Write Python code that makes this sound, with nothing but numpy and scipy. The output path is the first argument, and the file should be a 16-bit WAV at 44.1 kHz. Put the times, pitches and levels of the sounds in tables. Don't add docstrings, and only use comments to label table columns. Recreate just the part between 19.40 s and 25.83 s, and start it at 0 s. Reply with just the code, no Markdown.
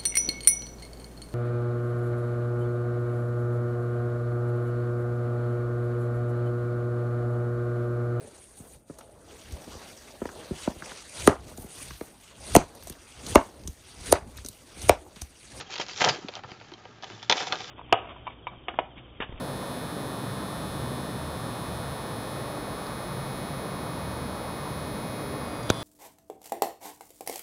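import sys
import numpy as np
from scipy import signal
from scipy.fft import rfft, irfft
from scipy.io import wavfile
from scipy.ndimage import uniform_filter1d

SR = 44100
rng = np.random.default_rng(int(sys.argv[2]) if len(sys.argv) > 2 else 0)


def gain_from_decibels(decibels):
    exponent = np.asarray(decibels, float) / 20
    return 10 ** exponent


def put_to_file(sound):
    columns = np.atleast_2d(sound).T
    safe = np.clip(columns, -1, 1)
    whole_steps = np.round(safe * 32767)
    wavfile.write(sys.argv[1], SR, whole_steps.astype(np.int16))


N = 283563

# (time [s], speed [turns per s])
MOTOR_SPEED = [(0, 138.82), (1.0, 138.85), (1.6, 138.85), (1.82, 138.69), (2.08, 138.93), (2.44, 138.93),
               (2.62, 138.76), (2.9, 138.91), (3.2, 138.8), (4.05, 138.85), (4.25, 138.75), (4.69, 138.75),
               (4.81, 138.63), (4.95, 138.71), (5.5, 138.8), (5.81, 138.57), (6.2, 138.61), (6.43, 138.75)]
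# (frequency [Hz], at first [dB], leaning on [dB], turning away [dB], lifted [dB])
POSE_COLOURS = [(1820, 1, 0, -2, -6), (2080, -7, 5, 3, -14), (2580, 0.7, 4, 4.5, -4), (3140, 6, -2, -2, 19),
                (3330, -0.5, 3, 1, 18), (3470, 3.5, -9, -1, 18), (3770, 1.6, 1, -3, 1),
                (4800, -1.5, -3.2, -5, 17), (7300, 2.5, 1.5, -2, -4), (8100, 6, -22, -7, 10),
                (9470, 0, 4, -1, -3), (10100, 0.5, 0, 1.5, 8), (10500, -1, 2.5, -4, -20),
                (11600, 9.5, -9, -1, -16), (11500, 1, 1.5, -4, -17), (12600, 3, -1, -1, -14),
                (13700, 1, 5, 0, -8), (15000, 0.5, 4.5, -2, -8)]


def walk(rate):
    hold = int(SR / rate)
    steps = np.repeat(rng.standard_normal(N // hold + 1), hold)
    smooth = uniform_filter1d(uniform_filter1d(steps, hold), hold)
    return 0.436 * smooth[:N]


def shaped(gain):
    f = np.arange(N // 2 + 1) * SR / N + 1e-3
    return irfft(rfft(rng.standard_normal(N)) * gain(f), N)


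def pen(t):
    # (time [s], pose [0-3])
    hand_pose = [(0, 0.06), (1.5, 0.07), (3, 0.38), (4.5, 0.76), (5.5, 0.69), (6.0, 1.2), (6.1, 1.87),
                 (6.22, 2), (6.3, 2.17), (6.35, 2.3), (6.43, 2.53)]
    speed = np.interp(t, *np.transpose(MOTOR_SPEED)) + 0.056 * walk(8)
    turns = np.cumsum(speed) / SR - .07
    pose = np.clip(np.interp(t, *np.transpose(hand_pose)) + 0.13 * walk(1.37), 0, 3)
    away = np.clip((pose - 1) / 2, 0, 1)
    lift = np.clip(pose - 2, 0, 1)
    return motor_knocks(turns, pose) + drive_whine(t, turns, away) + loose_play(turns, away, lift) + rustle(lift)


def motor_knocks(turns, pose):
    knocks = 0
    for number, colour_db in enumerate(np.transpose(POSE_COLOURS)[1:]):
        share = np.clip(1 - abs(pose - number), 0, 1)
        knocks = knocks + share * every_turn(turns, colour_db)
    return knocks * gain_from_decibels(1.1 * walk(4.64))


def every_turn(turns, colour_db):
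    grip_steps = [(0.078, 0.12), (0.4132, -0.64), (0.449, 1.0), (0.6208, -0.52), (0.7423, -0.41),
                  (0.8643, -0.42)]
    rod_steps = [(0.0505, 0.36), (0.2113, 0.35), (0.394, 0.59), (0.534, -0.23), (0.7088, 0.34),
                 (0.8561, 1.0)]
    can_steps = [(0.0628, -0.12), (0.1997, -1.0), (0.3625, 0.91), (0.5511, -0.55), (0.71, -0.4),
                 (0.8687, -0.4)]
    cap_steps = [(0.0326, -0.56), (0.1876, 1.0), (0.3588, 0.33), (0.5148, -0.6), (0.7199, -0.5),
                 (0.878, 0.57)]
    # (frequency [Hz], width [Hz], level [dB], sign [+1 or -1])
    grip_modes = [(1548, 173, -63.5, -1), (1787, 250, -61.7, 1), (2203, 322, -72.9, 1),
                  (2521, 126, -65.5, -1), (3302, 382, -59.7, -1), (3764, 232, -49.7, -1),
                  (4331, 1166, -53.9, 1)]
    rod_modes = [(4531, 380, -77.0, 1), (5297, 1030, -73.5, 1), (6040, 1311, -67.3, -1),
                 (6285, 519, -66.3, 1), (6728, 127, -69.0, 1)]
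    can_modes = [(8395, 265, -76.7, 1), (9337, 214, -62.5, 1), (10111, 289, -59.4, 1),
                 (10440, 150, -57.8, -1), (11433, 289, -56.5, -1)]
    cap_modes = [(11801, 109, -61.4, 1), (12378, 101, -66.3, 1), (12824, 169, -78.6, -1),
                 (13181, 102, -73.4, 1), (15233, 231, -73.6, -1)]
    parts = [(grip_steps, grip_modes, 10, 32), (rod_steps, rod_modes, 32, 55),
             (can_steps, can_modes, 55, 82), (cap_steps, cap_modes, 82, 114)]
    usual_speed = np.mean(np.array(MOTOR_SPEED)[:, 1])
    colour_hz = np.array(POSE_COLOURS)[:, 0]
    lines = np.zeros(4097, complex)
    for knocks, modes, first, last in parts:
        order = np.arange(first, last)[:, None]
        f = order * usual_speed
        hz, width, db, sign = np.transpose(modes)
        place, strength = np.transpose(knocks)
        ring = 1j * f * width / (hz ** 2 - f ** 2 + 1j * f * width)
        body = (sign * gain_from_decibels(db) * ring).sum(axis=1)
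        blows = (strength * np.exp(-2j * np.pi * order * place)).sum(axis=1)
        lines[first:last] = body * blows * gain_from_decibels(np.interp(f[:, 0], colour_hz, colour_db))
    one_turn = irfft(lines) * 8192 / np.sqrt(2)
    return np.interp(turns % 1, np.arange(8193) / 8192, np.resize(one_turn, 8193))


def drive_whine(t, turns, away):
    # (multiple of the chopping rate [ratio], multiple of the turn rate [ratio], rms level [dB])
    whine_tones = [(1, -9, -66), (1, -3, -59), (1, 0, -63), (1, 3, -60), (1, 6, -71), (1, 9, -96),
                   (1, 15, -95), (2, -6, -74), (2, -3, -73), (2, 0, -73), (2, 6, -73), (2, 12, -82),
                   (2, 15, -84), (2, 18, -79), (2, 21, -79), (2, 24, -77), (3, -15, -80), (3, -12, -85),
                   (3, -9, -80), (3, 0, -78), (3, 6, -78)]
    chop_hz = 4816.4
    whine = []
    for chops, per_turn, db in whine_tones:
        cycles = chops * chop_hz * t + per_turn * turns + rng.random()
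        whine.append(gain_from_decibels(db + walk(2.1)) * np.sqrt(2) * np.sin(2 * np.pi * cycles))
    low = sum(whine[:7]) + 2.0 * away * whine[2] - 0.77 * away * (whine[1] + whine[3])
    high = (1 - .9 * away) * sum(whine[7:])
    return low + high


def loose_play(turns, away, lift):
    can = shaped(lambda f: gain_from_decibels(-72.0) / (1 + ((f - 10200) / 1300) ** 2)) * (1 - .8 * lift)
    cap = shaped(lambda f: gain_from_decibels(-72.0) / (1 + ((f - 14300) / 2500) ** 4)) * (1 - .8 * away)
    return (can + cap) * (1 + .5 * np.cos(2 * np.pi * turns))


def rustle(lift):
    skin = shaped(lambda f: gain_from_decibels(-44) / (1 + ((f - 6000) / 3200) ** 4))
    return skin * lift * gain_from_decibels(5 * walk(60))


def ticks(t):
    # (time [s], peak level [dB], ring pitch [Hz], time to fade by 60 dB [s], crack share [0-1])
    small_ticks = [(3.4678, -29, 4740, 0.0051, 0.1), (3.4676, -36, 6400, .004, .3),
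                   (6.17, -48, 6800, .015, 0.3), (6.2322, -40, 6600, .02, 0.25),
                   (6.233, -39, 4660, 0.016, 0.1), (6.2545, -42, 7000, 0.0067, .7),
                   (6.2715, -40, 6840, 0.011, .3), (6.2941, -22, 3530, .006, 0.15),
                   (6.3006, -9.5, 3720, 0.0045, 0.15), (6.3010, -15, 6150, .009, .3),
                   (6.3027, -16, 1500, .012, .1), (6.3031, -17, 7000, .008, .8),
                   (6.3079, -16, 3700, .005, .1), (6.3025, -31, 13300, .005, 0),
                   (6.3015, -18, 5000, .006, .2), (6.3008, -21, 7200, .006, .2),
                   (6.343, -36, 5800, 0.008, 0.3), (6.405, -44, 7800, .02, .3)]
    out = np.zeros(N)
    after = np.arange(1024) / SR
    colour = signal.butter(2, [2200, 8000], "band", fs=SR, output="sos")
    for s, db, hz, t60, crack in small_ticks:
        noise = 1.7 * signal.sosfilt(colour, rng.standard_normal(len(after)))
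        ring = -np.sin(2 * np.pi * hz * after)
        tick = gain_from_decibels(db) * ((1 - crack) * ring + crack * noise) * gain_from_decibels(-60 * after / t60)
        start = int(s * SR)
        out[start:start + len(after)] += tick
    return out


def knock(t):
    # (time [s], signed peak [full scale], rise [s], fall [s])
    table_blows = [
        (6.30272, -1.0, .00009, .00011),
        (6.30296, -.27, .00008, .00015),
        (6.3037, .58, .00018, .0007),
    ]
    pushes = 0
    for s, peak, rise, fall in table_blows:
        pushes = pushes + peak * np.exp(-np.where(t < s, (s - t) / rise, (t - s) / fall))
    boom_hz, boom_t60_s, boom_db = 99, 0.092, -25
    after = np.maximum(t - table_blows[-1][0], 0)
    fade = gain_from_decibels(boom_db - 60 * after / boom_t60_s)
    onset = 1 - np.exp(-after / 0.0011)
    return pushes + fade * np.sin(2 * np.pi * boom_hz * after + 1.1) * onset


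def room(t):
    return air() + drones() + rumble(t)


def air():
    # (frequency [Hz], level [dB per Hz])
    air_colour = [(22, -48), (40, -9), (75, -10.5), (140, -2), (320, -9.5), (580, -8), (800, -12),
                  (1130, -11), (1500, -19.5), (2300, -28), (3500, -35.5), (4600, -38), (7500, -44),
                  (15500, -44.5)]
    hz, db = np.transpose(air_colour)
    swell, out = walk(2.34), 0
    for octave in range(-6, 5):
        def band(f):
            overlap = np.clip(1 - abs(np.log2(f / 1000) - octave), 0, 1) ** .5
            return gain_from_decibels(np.interp(np.log(f), np.log(hz), db)) * overlap
        depth = np.clip((3 - octave) / 5, .2, 1)
        out = out + shaped(band) * gain_from_decibels((.5 * swell + 2.6 * walk(4.07)) * depth)
    return out * gain_from_decibels(-35) / np.sqrt(np.mean(out ** 2))


def drones():
    # (frequency [Hz], width [Hz], rms level [dB])
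    room_drones = [(113.4, 7.9, -48), (159.8, 9.3, -62), (190.7, 5.7, -51)]
    # (frequency [Hz], width [Hz], rms level [dB])
    rumble_bed = [(76, 4.1, -55.5), (137, 21, -58), (247, 16, -51), (300, 23, -51)]
    out = 0
    for hz, width, db in [*room_drones, *rumble_bed]:
        drone = shaped(lambda f: 1 / (1 + (2 * (f - hz) / width) ** 2)) * gain_from_decibels(8.3 * walk(1.33))
        out = out + drone * gain_from_decibels(db) / np.sqrt(np.mean(drone ** 2))
    return out


def rumble(t):
    # (time of the peak [s], pitch [Hz], peak rms level [dB], length [s])
    street_swells = [(.9, 76, -46, 0.13), (1.42, 76, -45, .35), (1.863, 76, -40.5, 0.22),
                     (2.318, 76, -38.5, .12), (2.485, 76, -40.5, .12), (4.67, 76, -42, 0.4),
                     (4.84, 76, -50, 0.14), (5.334, 76, -43.5, 0.44), (5.98, 76, -48, .3),
                     (.1, 137, -43.5, 0.16), (0.903, 137, -38.5, 0.18), (1.435, 137, -41, 0.47),
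                     (1.86, 137, -42, .2), (2.476, 137, -41, 0.12), (3.0, 137, -41, 0.18),
                     (3.795, 137, -39, 0.35), (4.21, 137, -44, 0.35), (4.854, 137, -45, .15),
                     (5.397, 137, -44, 0.35), (5.827, 137, -43, .4), (6.27, 137, -49, .3),
                     (.06, 247, -43.5, .3), (1.005, 247, -46.5, 0.24), (2.77, 247, -50, 0.19),
                     (4.04, 247, -48, 0.26), (4.84, 247, -41, 0.11), (5.99, 247, -49, 0.2),
                     (5.947, 410.4, -45, 0.26), (3.2, 300, -48, 0.6), (5.84, 300, -46, 0.75)]
    out = np.zeros(N)
    waver = np.cumsum(5.44 * walk(8)) / SR
    for s, hz, db, length in street_swells:
        near = slice(max(int((s - 2 * length) * SR), 0), int((s + 2 * length) * SR))
        bell = np.exp(-(2 * (t[near] - s) / length) ** 2)
        tone = np.sqrt(2) * np.sin(2 * np.pi * (hz * t[near] + waver[near]))
        out[near] += gain_from_decibels(db) * bell * tone
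    return out


def scene():
    t = np.arange(N) / SR
    return (pen(t) + ticks(t) + knock(t) + room(t))[None]


def roll_off(x):
    return signal.sosfilt(signal.butter(12, 16500, fs=SR, output="sos"), x)


def record(dry):
    low_cut = signal.butter(2, 38, "high", fs=SR, output="sos")
    top_cut = signal.ellip(12, .1, 40, 15740, fs=SR, output="sos")
    mix = signal.sosfiltfilt(top_cut, signal.sosfilt(low_cut, dry))
    return roll_off(mix)


dry = scene()
out = record(dry)
put_to_file(out)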